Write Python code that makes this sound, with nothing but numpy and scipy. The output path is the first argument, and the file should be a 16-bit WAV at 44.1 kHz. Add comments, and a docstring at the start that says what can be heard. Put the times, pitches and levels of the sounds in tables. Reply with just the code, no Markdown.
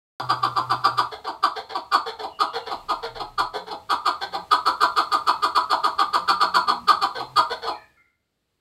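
"""Loud, falling "chak" syllables of a partridge and soft raspy clucks, about seven a second, ring in a walled yard.
Each is a source-filter voice: syrinx pulses and air puffs excite the throat, windpipe and beak resonances.
Echoes, standing waves and a short diffuse tail form the courtyard.
Far birds whistle as gliding sines, wavering low tones swell as a hum, and shaped noise is the background,
which drops steeply near the end."""
import sys
import numpy as np
from scipy import signal
from scipy.fft import rfft, irfft
from scipy.io import wavfile

SR = 44100
rng = np.random.default_rng(int(sys.argv[2]) if len(sys.argv) > 2 else 0)


def log_audio(samples):
    """Write samples as a 16-bit WAV file to the path given in sys.argv[1]."""
    # one column per channel
    frames = np.atleast_2d(samples).T
    # limit to full scale, then quantise
    limited = np.clip(frames, -1, 1)
    pcm = np.round(limited * 32767).astype(np.int16)
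    wavfile.write(sys.argv[1], SR, pcm)


N = 379392
TIME = np.arange(N) / SR  # s


def gain_of(db):
    """Logarithmic level: 20 dB is a factor of ten in amplitude."""
    return 10 ** (np.asarray(db) / 20)


def evened(x):
    """Equal power: scales a signal to an rms of 1."""
    return x / np.sqrt(np.mean(x ** 2) + 1e-20)


def read(points, hz):
    """Logarithmic frequency scale: interpolates a table of (Hz, value) along it."""
    f, value = np.transpose(points)
    return np.interp(np.log(hz + 1), np.log(f + 1), value)


def add(mix, s, sound):
    """Superposition: adds a sound to the mix from time s in seconds."""
    part = mix[max(round(s * SR), 0):][:len(sound)]
    part += sound[:len(part)]


def colour(x, points):
    """Linear filtering: multiplies the spectrum by a table of (Hz, dB)."""
    hz = np.fft.rfftfreq(len(x), 1 / SR)
    return irfft(rfft(x) * gain_of(read(points, hz)), len(x))


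def wander(size, rate_hz):
    """Random modulation: straight lines join normal random values drawn rate_hz times a second."""
    at = np.arange(size) * rate_hz / SR
    knots = rng.standard_normal(size // 20 + 4)
    return np.interp(at, np.arange(len(knots)), knots)


def resonate(x, hz, width_hz):
    """Moving resonance: shifts hz down to zero, smooths with one pole and shifts back."""
    turn = np.exp(2j * np.pi * np.cumsum(hz * np.ones(len(x))) / SR)
    pole = np.exp(-np.pi * width_hz / SR)
    smoothed = signal.lfilter([1 - pole], [1, -pole], x / turn)
    return 2 * (turn * smoothed).real


def arch(u, peak, sharp):
    """Amplitude envelope: a warped half sine, zero at u = 0 and 1, with its top at the peak."""
    warped = np.interp(u, [0, np.clip(peak, .05, .95), 1], [0, .5, 1])
    return np.sin(np.pi * warped).clip(0) ** abs(sharp)


def partridge():
    """Call sequence: superposes open-beaked chaks and rougher clucks with the beak nearly shut."""
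    # Loud syllables that drop in pitch. Each row: start in seconds, nominal level in dB, length in seconds.
    chaks = [(0.156, -19.5, 0.046), (.282, -19, .044), (0.417, -20.5, 0.051), (0.551, -21.5, 0.05),
             (0.69, -19, .048), (.831, -17, .045), (0.965, -16.5, 0.046), (1.259, -26, 0.044),
             (1.42, -18, 0.043), (1.739, -26.5, 0.044), (1.909, -17.5, 0.059), (2.214, -31, 0.046),
             (2.385, -20.5, 0.055), (2.698, -27, 0.042), (2.879, -22.5, 0.048), (3.187, -27.5, .038),
             (3.373, -18.5, 0.041), (3.696, -30.5, .044), (3.887, -18, 0.052), (4.044, -18, 0.054),
             (4.33, -26, .037), (4.502, -16, 0.046), (4.648, -17, .05), (4.798, -16, 0.052),
             (4.953, -17, 0.055), (5.109, -16.5, .049), (5.26, -16.5, .042), (5.415, -17.5, 0.05),
             (5.544, -16.5, 0.042), (5.69, -19, .053), (5.827, -18, .047), (5.975, -19.5, 0.053),
             (6.124, -17, .045), (6.271, -15.5, .047), (6.395, -18, 0.052), (6.533, -15, 0.046),
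             (6.666, -19.5, 0.054), (6.867, -15.5, .052), (7.006, -18.5, 0.047), (7.18, -29.5, .048),
             (7.353, -16, 0.048), (7.658, -26, 0.049)]
    # Soft syllables on an almost level pitch.
    # Each row: start in seconds, nominal level in dB, length in seconds, pitch in Hz.
    clucks = [(1.111, -37, 0.04, 434.7), (1.238, -39, 0.028, 435), (1.551, -35.5, 0.05, 446.2),
              (1.687, -40, 0.046, 435), (2.053, -34, 0.054, 464), (2.183, -38.5, 0.042, 448.5),
              (2.529, -33.5, 0.057, 467), (2.657, -38, .044, 449), (3.021, -34.5, 0.047, 456),
              (3.144, -40, 0.038, 464), (3.531, -32, 0.05, 420.7), (3.662, -38.5, .036, 437),
              (4.205, -31, 0.039, 418.5), (4.32, -35, 0.039, 412), (7.143, -36.5, 0.052, 485.7),
              (7.493, -32, 0.047, 498), (7.613, -38, 0.072, 464)]
    out = np.zeros(N)
    for s, level_db, length in chaks:
        add(out, s, chak(s, level_db, length))
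    for s, level_db, length, pitch_hz in clucks:
        add(out, s, cluck(level_db, length, pitch_hz))
    return out


def chak(s, level_db, length):
    """Vocal effort: a louder open-beaked call has higher resonances and a thinner fundamental."""
    # Colour of the rasp with the beak open. Each row: frequency in Hz, gain in dB.
    beak_open = [(1500, -48.5), (2050, -9.5), (2650, -12), (3350, -1.5), (3850, -4.5), (4400, 1),
                 (5150, -5), (5700, -35), (7000, -53.5)]
    # The bird settles: early windpipe resonances are high, early pitch and rasp are low.
    early = np.interp(s, [1.3, 2.2], [1, 0])
    pipe_hz = by_effort(level_db, soft=4190, loud=4375) * (1 + early * 0.107)
    return syllable(
        level_db, length, beak_open, pitch_hz=413.6 * (1 - early * .04),
        throat_hz=by_effort(level_db, soft=925, loud=1196), pipe_hz=pipe_hz,
        chest_db=by_effort(level_db, soft=-12, loud=-21),
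        rasp_db=by_effort(level_db, soft=-6.5, loud=-7) - 2.5 * early,
        attack_s=0.02, rise=.04, fall=.39, top=.48, closing=0.28, width_hz=405, jitter=.035,
        rough=1.0, rough_growth=1.5, breathy=0.88, peak=0.49, sharp=0.69, rasp_peak=0.41, rasp_sharp=1.6,
        pipe_db=-2.5, chest_peak=0.78, hiss_db=-15.0, hiss_sharp=2.4)


def cluck(level_db, length, pitch_hz):
    """Vocal effort, beak nearly shut: louder calls raise the throat resonance and brighten the hiss."""
    # Colour of the rasp with the beak nearly shut. Each row: frequency in Hz, gain in dB.
    beak_shut = [(600, -44), (1050, -10.5), (1550, 9.5), (1850, -11), (2100, 1), (2550, -19.5), (3350, 2),
                 (4350, -2.5), (5200, -8.5), (7000, -29)]
    return syllable(
        level_db, length, beak_shut, pitch_hz=pitch_hz,
        throat_hz=by_effort(level_db, soft=855, loud=950), pipe_hz=4307, chest_db=-9, rasp_db=1.25,
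        attack_s=0.014, rise=-.036, fall=0.086, top=.33, closing=0.17, width_hz=590, jitter=0.071,
        rough=3.4, rough_growth=1.5, breathy=0.97, peak=0.37, sharp=0.48, rasp_peak=0.3, rasp_sharp=0.59,
        pipe_db=-4.0, chest_peak=0.53, hiss_db=-21.0, hiss_sharp=0.48)


def by_effort(level_db, soft, loud):
    """Linear effort law: takes the soft value at -30 dB and the loud value at -17 dB."""
    soft_db, loud_db = -30, -17
    return soft + (loud - soft) * (level_db - soft_db) / (loud_db - soft_db)


def syllable(level_db, length, beak, pitch_hz, throat_hz, pipe_hz, chest_db, rasp_db, attack_s, rise, fall,
             top, closing, width_hz, jitter, rough, rough_growth, breathy, peak, sharp, rasp_peak, rasp_sharp,
             pipe_db, chest_peak, hiss_db, hiss_sharp):
    """Source-filter voice: syrinx pulses and a puff each cycle excite resonances that sink as the beak closes."""
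    # The throat passes little above its main resonance. Each row: frequency in Hz, gain in dB.
    throat_colour = [(300, 3.5), (750, 4), (1000, -0.5), (1250, 3), (1500, 2), (1700, -12), (2000, -18.5),
                     (3500, -33)]
    # Hiss of the air forced through the beak. Each row: frequency in Hz, gain in dB.
    hiss_colour = [(2000, -31.5), (5500, -3.5), (7200, 3.5), (8800, 3), (9900, -8.5), (11000, 0.5),
                   (12500, -4), (13500, -17), (15000, -15.5)]
    size = SR // 12
    t = np.arange(size) / SR
    u = np.minimum(t / length, 1)  # share of the syllable elapsed

    # Pitch drifts towards its top, then falls.
    sinking = np.clip((u - top) / (1 - np.clip(top, 0, .9)), 0, 1) ** 1.4
    glide = 1 - rise * np.maximum(top - u, 0) - np.clip(fall, 0, .7) * sinking
    hz = pitch_hz * glide * (1 + jitter * wander(size, 500))
    turns = np.cumsum(hz) / SR

    harmonics = np.arange(2, 20)[:, None]  # the fundamental comes from the chest
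    pulses = evened(np.cos(2 * np.pi * harmonics * turns).sum(0))
    pulses = pulses * gain_of(3.85 * wander(size, 400.2))  # no two cycles are equally strong
    puff_shape = 0.34 + np.exp(-(turns % 1) / 0.25)
    puffs = evened(puff_shape * rng.standard_normal(size))

    throat = throat_hz * (1 + closing * (.5 - u))
    croak = pulses + (rough + rough_growth * u ** 2) * puffs  # the voice breaks up towards its end
    throat_sound = resonate(resonate(croak, throat, width_hz), throat, width_hz)
    voice = evened(colour(throat_sound, throat_colour))

    drive = pulses + breathy * puffs
    pipe = pipe_hz * (1 + 0.096 * (.45 - u))
    whistle = evened(resonate(resonate(drive, pipe, 170), pipe, 270))
    beak_sound = evened(colour(drive, [(200, -65.0)] + beak))
    rasp = evened(beak_sound + gain_of(pipe_db) * whistle)

    breath = (1 + 0.14 * np.cos(2 * np.pi * turns)) * rng.standard_normal(size)
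    hiss = evened(colour(breath, hiss_colour))
    hiss = hiss * gain_of(hiss_db + .25 * (level_db + rasp_db + 23.5))  # harder blown is brighter

    edge = rasp * arch(u, rasp_peak, rasp_sharp) + hiss * arch(u, 0.47, hiss_sharp)
    chest = evened(np.sin(2 * np.pi * turns)) * arch(u, chest_peak, 0.85)
    sound = voice * arch(u, peak, sharp) + gain_of(rasp_db) * edge + gain_of(chest_db) * chest
    pressure = np.minimum(t / attack_s + 0.057, 1)
    return gain_of(level_db) * pressure * sound


def courtyard(x, wet_db=-2.5, modes_db=-2):
    """Room acoustics: direct sound, echoes and a diffuse tail blended from three, coloured by standing waves."""
    # Reflections from nearby seat, table, floor and walls. Each row: delay in seconds, gain as a factor.
    echoes = [(.00234, 0.28), (.00374, -0.24), (.00825, -0.29), (0.0143, .22), (0.0165, -.25), (.024, 0.1)]
    # Standing waves between the walls.
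    # Each row: frequency in Hz, level in dB before the common trim modes_db, time to fall 60 dB in seconds.
    yard_modes = [(300.6, -1.5, 0.067), (418, -10, 0.16), (435, 6, 0.25), (464, 10, 0.15), (521, 7.5, 0.26),
                  (647.4, 8, 0.28), (678, -7, 0.57), (805, -18, 0.46), (769, -1, 0.27), (844, -18, 0.41),
                  (899, -7, 0.1), (999, -1.5, 0.17), (1239, -8.5, 0.57), (1140, -19, 0.34),
                  (1276, -1.5, 0.17), (1286, -3.5, .3), (1383, 5, 0.13), (2060, -10.5, 0.318),
                  (2570, 8.5, 0.16), (2896, -17, 0.63), (3300, -11, 0.15), (3528, 2, 0.34),
                  (4160, -5, 0.15), (4460, -6, .25)]
    # Decay of the diffuse tail. Each row: frequency in Hz, time to fall 60 dB in seconds.
    yard_t60 = [(200, 0.11), (600, 0.26), (1200, .26), (1600, 0.16), (2100, 0.28), (2800, 0.16),
                (4000, 0.25), (5300, .15), (8000, 0.22), (14000, 0.12)]
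    # Notches cut by reflections from the seat and table top. Each row: frequency in Hz, gain in dB.
    notches = [(520, 1), (580, -4.5), (660, -0.5), (1000, 4.5), (1060, -3), (1130, -1), (1650, 1),
               (1860, 5), (2030, -2), (3520, 1.5), (3660, -5.5), (3800, -2)]
    t = np.arange(SR // 2) / SR
    early = np.zeros(len(t))
    for delay, gain in [(0.00061, 1)] + echoes:  # the direct sound comes first
        add(early, delay, np.array([gain]))

    standing = 1. * (t == 0)
    for hz, db, t60 in yard_modes:
        decay = np.log(1000) / t60
        ring = np.exp(-decay * t) * np.cos(2 * np.pi * hz * t)
        standing += gain_of(db + modes_db) * 2 * decay / SR * ring

    # Three random tails fade into one another, so no ringing line of one tail lasts.
    shares = np.cos(np.pi * (TIME * .9 + np.arange(3)[:, None] / 3)) ** 2
    weights = shares / np.linalg.norm(shares, axis=0)
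    tail = sum(reverberation(x * weight, yard_t60) for weight in weights)
    heard = signal.fftconvolve(x, early)[:N] + gain_of(wet_db) * tail
    return colour(signal.fftconvolve(heard, standing)[:N], notches)


def reverberation(x, t60, build=0.0063):
    """Diffuse decay: sparse reflections of random sign, each band dying exponentially at its own speed."""
    t = np.arange(SR) / SR
    onset = np.clip(t / build - .3, 0, 1)
    taps = rng.standard_normal(SR) * (rng.random(SR) < .12) * onset
    hz, frame_s, bands = signal.stft(taps, SR, nperseg=256)
    fading = gain_of(-60 * frame_s / read(t60, hz)[:, None])
    tail = signal.istft(bands * fading, SR, nperseg=256)[1]
    return signal.fftconvolve(x, tail / np.linalg.norm(tail))[:N]


def far_bird():
    """Frequency modulation: thin wavering sines glide down, with a longer diffuse echo."""
    # Far small birds.
    # Each row: start in seconds, length in seconds, pitch in Hz, level in dB before the direct and echo gains.
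    chirps = [(2.284, 0.53, 2860, -47), (7.701, 0.074, 2370, -39), (7.748, 0.12, 1767, -44.5),
              (7.967, 0.095, 2100, -51.5), (7.971, 0.038, 1396, -52)]
    out = np.zeros(N)
    for s, length, pitch_hz, db in chirps:
        u = np.linspace(0, 1, int(length * SR))
        hz = pitch_hz * (1 + 0.042 * (.5 - u) + 0.031 * wander(len(u), 500))
        whistle = np.sin(2 * np.pi * np.cumsum(hz) / SR)
        add(out, s, gain_of(db) * arch(u, 0.18, 0.65) * whistle)
    return 0.48 * out + 0.32 * reverberation(out, [(1000, 0.78), (4000, 0.31)])


def low_hum():
    """Amplitude modulation: low tones of drifting pitch flutter, swell and fade."""
    # Swells of the hum.
    # Each row: start in seconds, length in seconds, pitch in Hz, level in dB before flutter and fades.
    hums = [(.05, 1.1, 123.5, -44.5), (2.68, .91, 30.6, -53), (3.03, .59, 122.4, -53),
            (3.55, 0.226, 179, -56), (4.26, .2, 177, -55.5), (6.0, 1.2, 182, -52), (6.58, 0.31, 242, -50),
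            (7.15, 0.3, 132.3, -53)]
    out = np.zeros(N)
    for s, length, pitch_hz, db in hums:
        size = int(length * SR)
        hz = pitch_hz * (1 + 0.015 * wander(size, 12))
        tone = evened(np.sin(2 * np.pi * np.cumsum(hz) / SR))
        flutter = 1 + 0.52 * wander(size, 24.62)
        add(out, s, gain_of(db) * tone * flutter * signal.windows.tukey(size, .4))
    return out


def background_noise(noise_db=4):
    """Filtered noise: shaped white noise whose level varies and drops steeply near the end."""
    # Spectrum of the background noise. Each row: frequency in Hz, relative density in dB per Hz.
    noise_colour = [(25, -15.5), (70, 0), (200, -8), (400, -9), (1000, -18), (2500, -20), (4500, -19.5),
                    (5800, -28), (8000, -25.5), (10000, -33), (12000, -27), (13700, -35.5), (15000, -35)]
    # Course of the background noise level.
    # Each row: time in seconds, level in dB before the common trim noise_db.
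    noise_level = [(.2, -56), (.8, -55), (1.35, -63.5), (2.55, -62.5), (2.75, -57.5), (3.5, -62.5),
                   (4.9, -56.5), (6.6, -57.5), (7.7, -59), (8.15, -81.5), (8.6, -78)]
    level_db = noise_db + np.interp(TIME, *np.transpose(noise_level))
    return gain_of(level_db) * evened(colour(rng.standard_normal(N), noise_colour))


def scene():
    """Superposition: the partridge in its courtyard, far birds, hum and noise as one channel."""
    return (courtyard(partridge()) + far_bird() + low_hum() + background_noise())[None]


def record(dry):
    """Band limiting: a steep linear-phase low-pass, after a silent start that hides most of the first chak."""
    start_s, edge_hz = .199, 15800
    low_pass = signal.firwin(511, edge_hz, window=("kaiser", 9), fs=SR)
    return signal.oaconvolve(dry * (TIME >= start_s), low_pass[None], "same")


dry = scene()
out = record(dry)
log_audio(out)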